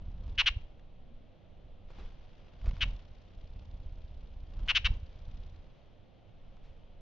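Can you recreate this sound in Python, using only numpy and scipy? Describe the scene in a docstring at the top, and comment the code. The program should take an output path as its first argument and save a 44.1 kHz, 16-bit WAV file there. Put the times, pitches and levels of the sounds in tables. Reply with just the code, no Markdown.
"""A hummingbird, close to the microphone, flies at a garden feeder in two spells and flutters on the perch between.
Its wings throb about sixteen times a second as overtones of the wingbeat; filtered noise gives the air rush
and a swish at each turn of the wing. Short noise bursts are feather flicks and the soft lead-in note of a chip;
six chips are fast-warbling whistles. A faint hum swells briefly as the bird sips. Flicks and chips echo off the
near surfaces; a low rumble of wind at the microphone and soft leaf hiss fill the quiet yard."""
import sys
import numpy as np
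from scipy import signal
from scipy.fft import rfft, irfft
from scipy.io import wavfile

SR = 44100
rng = np.random.default_rng(int(sys.argv[2]) if len(sys.argv) > 2 else 0)


def to_wav(s):
    """Save 16-bit WAV."""
    ch = np.atleast_2d(s).T  # columns
    pcm = np.round(np.clip(ch, -1, 1) * 32767)  # PCM
    wavfile.write(sys.argv[1], SR, pcm.astype(np.int16))


N = 309126
TIME = np.arange(N) / SR

# speed of the wings: t/s, rate/(wingbeats per s)
WING_RATE = [(0, 15.7), (.3, 17.2), (.8, 13.4), (2.4, 15.1), (2.75, 21.1), (3.15, 14.6), (3.6, 17),
             (4.1, 15.8), (4.55, 14.8), (4.75, 19.1), (5.05, 15.6), (5.35, 16.6), (5.8, 14.3)]
FIRST_STROKE_S = .023
# spells of free flight, fluttering on the perch in between: take-off t/s, landing t/s
FLIGHTS = [(-.2, .62), (2.62, 5.64)]
SETTLE_S = 0.087  # time to take off or settle
# darts, turns and bursts of fluttering on the perch: t/s, half width/s, throb gain/dB, rush gain/dB
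BURSTS = [(.3, .04, 6, 4), (2.02, .06, 11, 7), (2.67, 0.051, 22.5, 4.5), (2.869, 0.089, 23.5, 10),
          (4.63, 0.08, 14, 6.5), (4.92, 0.054, 16.5, 7.5)]
# wing throb before bursts and trim: t/s, level/dB
THROB_LEVEL = [(0, -38.5), (.58, -42.5), (.72, -53.5), (1.15, -51.5), (1.4, -67.5), (1.63, -50),
               (2.2, -50.5), (2.4, -56), (3.05, -53.5), (3.4, -47.5), (3.65, -42.5), (4.3, -46), (5.1, -48),
               (5.4, -40.5), (5.65, -46), (5.76, -63), (6.2, -68.5), (6.4, -52.5)]
# overtones of the wingbeat in steady flight: multiple of the wingbeat, relative level/dB
WING_OVERTONES = [(1, 2.5), (2, 3), (3, -8), (4, -3), (5, -5.5), (6, -12), (8, -19.5), (12, -31.5)]
# spectrum of the eddies behind the wing: f/Hz, relative level/dB per Hz
EDDY_SPECTRUM = [(10, 2.5), (30, -1.5), (70, -3.5), (120, -16.5), (200, -21), (400, -38.5), (1000, -40.5),
                 (4000, -88.5)]
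# strokes whose downwash hits the microphone, before pan and low cut: t/s, peak level/dB, half width/s
PUFFS = [(0.509, -32.5, 0.005886), (.571, -24.5, 0.0036866), (2.682, -27, .0042), (2.735, -34.5, 0.00218),
         (4.855, -21, 0.00494), (4.909, -22, 0.003972), (5.033, -33, 0.003589)]
# air through the feathers before bursts and trims: t/s, level/dB
RUSH_LEVEL = [(0, -74.5), (.62, -69), (.9, -91), (1.85, -84.5), (1.9, -67.5), (3.1, -70.5), (4.4, -73),
              (5.3, -68.5), (5.85, -74), (6.05, -83), (6.6, -74.5), (7.01, -80.5)]
# spectrum of the rush: f/Hz, relative level/dB per Hz
RUSH_SPECTRUM = [(150, -10), (500, 5), (1200, -1), (2000, -4.5), (3200, -2), (4300, -9), (6000, -15.5),
                 (7000, -24), (8000, -38)]
# spectrum of the swish: f/Hz, relative level/dB per Hz
SWISH_SPECTRUM = [(700, -10.5), (2200, 2), (3800, 7.5), (6000, -3), (7200, -12), (9000, -31)]
# spectrum of the yard air: f/Hz, relative level/dB per Hz
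YARD_SPECTRUM = [(20, -4), (45, -12.5), (85, -2.5), (170, -9.5), (260, -13.5), (400, -18.5), (530, -14),
                 (750, -19), (950, -28), (1300, -31), (1700, -34.5), (3200, -31), (4200, -39.5),
                 (5200, -47.5), (6500, -51), (8000, -72)]
YARD_DB = -58.5
# the yard's lean, lows to the right and highs to the left: f/Hz, left-right level/dB
YARD_LEAN = [(60, -5.5), (150, -4.5), (480, 0.5), (2300, 1), (6500, 6)]
# likeness of left and right in the wing and yard noise: f/Hz, correlation (0-1)
STEREO_LIKENESS = [(60, .65), (230, 0.19), (900, 0.63), (1700, 0.32), (3300, 0.92), (6500, 0.15)]
# faint low hum while the bird sips: t/s, level/dB
HUM_LEVEL = [(.9, -94.5), (1.02, -66), (1.27, -67), (1.36, -93.5)]
# spectrum of the hum, a narrow peak: f/Hz, relative level/dB per Hz
HUM_SPECTRUM = [(116, -60), (202, -20), (232, 0), (262, -20), (464, -70)]
# feather flicks in flight and on the perch, and at 4.677 s the soft lead-in note of a chip:
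# t/s, level/dB, pitch f/Hz (band spans 0.32-0.75 f), decay/s
FLICKS = [(0.278, -51, 900, 0.00453), (0.795, -62, 4000, 0.0029), (1.903, -52, 1000, 0.007835),
          (1.984, -55, 803.6, 0.05052), (2.615, -57.5, 4509, 0.003633), (2.643, -50, 900, 0.0043),
          (2.659, -47, 3800, .003), (2.665, -50, 1100, 0.01482), (2.69, -47.5, 2600, 0.0042),
          (2.7104, -39.5, 1610, 0.0016), (2.767, -46.5, 3032, .0015), (4.593, -51, 2400, 0.002775),
          (4.677, -38.5, 3020, .0021), (6.567, -63.5, 2422, 0.0056), (6.639, -69, 4440, 0.0576)]
# chips: first crest t/s, lead-in/s, length after crest/s, crest f/Hz, level/dB,
# overtone level/dB, left-right level/dB at 3 kHz
CHIPS = [(0.3852, 0.008337, 0.038184, 3195, -18.5, 1.5, 1.5), (.4618, .0042, 0.03184, 3286, -18, 2, 1.5),
         (2.8099, .0042, .035, 3306, -22, 2, 2.5), (4.6855, .0045, 0.036678, 3190, -19.5, -1, 2.5),
         (4.7515, .0044, .0335, 3334, -19, 3.5, 3.5), (4.8471, .004, .0305, 3162, -21, 3, 2)]
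# harmonics of the voice, from the first upwards: relative level/dB
VOICE_HARMONICS = [-1, -4.5, -7, -16.5, -23.5]
# resonance of throat and bill: f/Hz, gain/dB
THROAT = [(500, -18), (1100, -8.5), (1600, -11.5), (2300, -3), (2900, 1), (3500, 1), (4000, -6),
          (4700, -13), (6000, -18), (7500, -32), (9000, -51)]
# starting swing rate, then trough pitch and final sag as shares of the crest pitch
WARBLE_HZ, TROUGH, SAG = 143.41, .45, 0.13
LAST_TROUGH = 4.5  # swings after the first crest where the swinging stops, if the chip lasts that long
# echoes of the feeder, post and wall: delay t/s, level/dB
ECHOES = [(.0011, -33), (.0019, -28), (.0027, -22), (.0043, -27.5), (.0079, -25.5), (.0097, -28)]
# decay of the yard's tail: f/Hz, time to fall 60 dB t/s
YARD_DECAY = [(500, .25), (2000, .36), (3300, 0.38), (7000, 0.15)]


def gain_of(db):
    """Turns decibels into an amplitude factor."""
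    return 10 ** (np.asarray(db) / 20)


def evened(x):
    """Scales to rms 1."""
    return x / np.sqrt(np.mean(x ** 2) + 1e-20)


def read(points, hz):
    """Reads a table on a log-frequency axis."""
    f, value = np.transpose(points)
    return np.interp(np.log(hz + 1), np.log(f + 1), value)


def curve(rows):
    """Reads a table at every sample."""
    return np.interp(TIME, *np.transpose(rows))


def panned(x, left_db):
    """Places a mono sound between left and right by level."""
    return x * gain_of([[left_db / 2], [-left_db / 2]])


def bell(distance, width):
    """A bell-shaped pulse, 1 at its middle."""
    return np.exp(-.5 * (distance / width) ** 2)


def drift(count):
    """Smooth random wander of rms 1, through count random points over the whole scene."""
    return evened(signal.resample(rng.standard_normal(count), N))


def noise(spectrum, lean=((0, 0), (SR, 0))):
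    """Coloured stereo noise of rms 1, partly alike in both channels."""
    hz = np.fft.rfftfreq(N, 1 / SR)
    a, b = rfft(rng.standard_normal((2, N)))
    same = read(STEREO_LIKENESS, hz)
    side = gain_of(read(lean, hz) / 2)
    right = same * a + np.sqrt(1 - same ** 2) * b
    pair = np.array([a * side, right / side])
    return evened(irfft(pair * gain_of(read(spectrum, hz)), N))


def band_noise(low_hz, high_hz, order, count):
    """Mono noise of rms 1 between two frequencies."""
    band = signal.butter(order, [low_hz, high_hz], "band", fs=SR)
    return evened(signal.lfilter(*band, rng.standard_normal(count)))


def airborne():
    """1 in free flight, 0 on the perch, with ramps at take-off and landing."""
    return sum(np.clip(np.minimum(TIME - up, down - TIME) / SETTLE_S + .5, 0, 1) for up, down in FLIGHTS)


def bursts():
    """Bell-shaped swells: how hard the wings work (0-1), and the dB this adds to throb and rush."""
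    s, width, throb_db, rush_db = np.transpose(BURSTS)
    bells = bell(TIME - s[:, None], width[:, None])
    return np.minimum(bells.sum(0), 1), throb_db @ bells, rush_db @ bells


def stroke(beats, at, width):
    """A bell-shaped pulse once in every wingbeat; place and width are shares of a beat."""
    return bell((beats - at + .5) % 1 - .5, width)


def wing_throb(beats, flying, bursting, burst_db, soft_db=5.5, round_db=2, even_db=7):
    """Each downstroke is a dip in pressure, rich in overtones; eddies trail behind as low noise."""
    turns = beats + .03 * drift(count=150)
    # strokes on the perch and in bursts are rounder: dB lost per overtone
    gentle_db = soft_db * (1 - flying) + round_db * bursting
    wave = np.zeros(N)
    for k in range(1, 13):
        # in bursts the upstroke pushes too, so odd overtones fade
        odd_loss_db = k % 2 * even_db * bursting
        level_db = read(WING_OVERTONES, k) - (k - 2) * gentle_db - odd_loss_db
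        wave -= gain_of(level_db) * np.cos(2 * np.pi * k * turns)
    uneven_db = 2 * drift(count=110)
    wave = evened(wave * gain_of(uneven_db))
    eddies = gain_of(-5) * evened(noise(EDDY_SPECTRUM)[0])
    trim_db = 1
    pressure = gain_of(curve(THROB_LEVEL) + burst_db + trim_db) * (wave + eddies)
    for s, db, half_width in PUFFS:
        # a passing vortex: a push, a deep dip, a push
        u = (TIME - s) / half_width
        pressure += gain_of(db) * (u ** 2 - 1) * np.exp(-.5 * u ** 2)
    low_cut = signal.butter(1, 12, "high", fs=SR)
    return panned(signal.lfilter(*low_cut, pressure), -1)


def feather_swish(beats, flying, burst_db, full_speed_hz=16.6, perched=.1):
    """A grainy rush of air, and a short bright swish at each turn of the wing, strongest in flight."""
    turns = stroke(beats, .53, .05) + .65 * stroke(beats, .02, .05)
    # 1 dB softer per wingbeat per second below full speed, at most 1.5 dB
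    slow_db = np.clip(curve(WING_RATE) - full_speed_hz, -1.5, 0)
    # in bursts the rush outgrows the swish
    swish_db = 2.5 + slow_db - .35 * burst_db + 1.6 * drift(count=220)
    swish = gain_of(swish_db) * np.maximum(flying, perched) * turns * noise(SWISH_SPECTRUM)
    rush_db = -1 + 2.5 * drift(count=1400)  # the fast drift is the grain
    rush = gain_of(rush_db) * noise(RUSH_SPECTRUM)
    return panned(gain_of(curve(RUSH_LEVEL) + burst_db) * (rush + swish), 1.5)


def yard_air():
    """Low wind rumble at the microphone and soft leaf hiss as drifting noise, with a brief faint hum."""
    hum = gain_of(curve(HUM_LEVEL)) * noise(HUM_SPECTRUM)
    swell_db = -0.1376 * drift(count=16)
    return gain_of(YARD_DB + swell_db) * noise(YARD_SPECTRUM, YARD_LEAN) + hum


def flicks_and_lead_in(rise_s=0.00032, top_hz=5500):
    """Bursts of band noise: quick feather flicks, longer rustles and a chip's soft lead-in note."""
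    out = np.zeros(N)
    for s, db, hz, decay in FLICKS:
        u = np.maximum(TIME - s, 0)
        envelope = (1 - np.exp(-u / rise_s)) * np.exp(-u / decay)
        out += gain_of(db) * band_noise(hz * 0.32, hz * 0.75, 1, N) * envelope
    return panned(signal.lfilter(*signal.butter(2, top_hz, fs=SR), out), 1.5)


def chip(s, lead, length, crest_hz, db, reed_db, left_db, slowing=2.1, port_lag=0.37):
    """A reedy whistle swings down over an octave and back, slowing and sagging as it swells and dies."""
    at = np.arange(round((s - lead) * SR), round((s + length) * SR))
    u = at / SR - s
    swings = np.minimum(WARBLE_HZ * u * (1 - slowing * u), LAST_TROUGH)
    trough = .5 - .5 * np.cos(2 * np.pi * swings)
    hz = crest_hz * (1 - SAG * u / length - (1 - TROUGH) * trough)
    # the pitch scoops up as the voice catches and collapses as it lets go
    hz *= 1 - .4 * np.exp(-(u + lead) / .0012)
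    hz *= 1 - .6 * np.exp((u - length) / .002)
    jitter = .02 * drift(count=9000)[at]
    hz = np.maximum(hz * (1 + jitter), 1)
    angle = 2 * np.pi * np.cumsum(hz) / SR
    progress = (np.arange(len(u)) + .5) / len(u)
    effort = gain_of(db) * np.sin(np.pi * progress ** 1.12) ** 0.64
    # overtones grow with effort, reaching their listed level at -17 dB
    overtone = (effort / gain_of(-17)) ** .6 * gain_of(reed_db)
    # high notes lean further to the left, and the left channel lags by port_lag radians
    halves = np.array([[.5], [-.5]])
    lean_db = halves * left_db * hz / 3000
    voice = np.zeros((2, len(u)))
    for k, level in enumerate(VOICE_HARMONICS, 1):
        gain = gain_of(level + read(THROAT, k * hz) + k * lean_db)
        growth = overtone if k > 1 else 1
        voice += gain * growth * np.sin(k * angle - port_lag * halves)
    rasp = gain_of(-28) * overtone * band_noise(2600, 4800, 2, len(u))
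    out = np.zeros((2, N))
    out[:, at] = effort * (voice + rasp)
    return out


def garden(x, tail_db=-25, leaves_db=-19, leaves_decay_s=0.028):
    """Near surfaces give single echoes, foliage a quick scatter, the yard a faint tail."""
    hz, t, z = signal.stft(rng.standard_normal((2, SR // 2)), SR, nperseg=256)
    fading = z * gain_of(-60 * t / read(YARD_DECAY, hz)[:, None])
    tail = signal.istft(fading, SR, nperseg=256)[1]
    u = np.arange(tail.shape[1]) / SR
    leaves = rng.standard_normal(tail.shape) * np.exp(-u / leaves_decay_s) * (u > .001)
    response = gain_of(tail_db) * tail / np.linalg.norm(tail[0])
    response += gain_of(leaves_db) * leaves / np.linalg.norm(leaves[0])
    for delay, db in ECHOES:
        response[:, round(delay * SR)] += gain_of(db)
    return x + signal.fftconvolve(x, response, axes=1)[:, :N]


def scene():
    """Close wings without echo, flicks and calls with the garden's echo, and the yard behind."""
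    beats = np.cumsum(curve(WING_RATE)) / SR
    beats = beats - beats[round(FIRST_STROKE_S * SR)]
    flying = airborne()
    bursting, throb_db, rush_db = bursts()
    wings = wing_throb(beats, flying, bursting, throb_db) + feather_swish(beats, flying, rush_db)
    air = yard_air()
    flicks = flicks_and_lead_in()
    calls = sum(chip(*row) for row in CHIPS)
    return wings + air + garden(flicks + calls)


def record(dry, dull_hz=7200, edge_hz=8000):
    """The microphone chain: a dull top end, then a steep band limit."""
    dull = signal.sosfilt(signal.butter(6, dull_hz, fs=SR, output="sos"), dry)
    band_limit = signal.firwin(255, edge_hz, window=("kaiser", 9), fs=SR)
    return signal.oaconvolve(dull, band_limit[None], "same")


dry = scene()
out = record(dry)
to_wav(out)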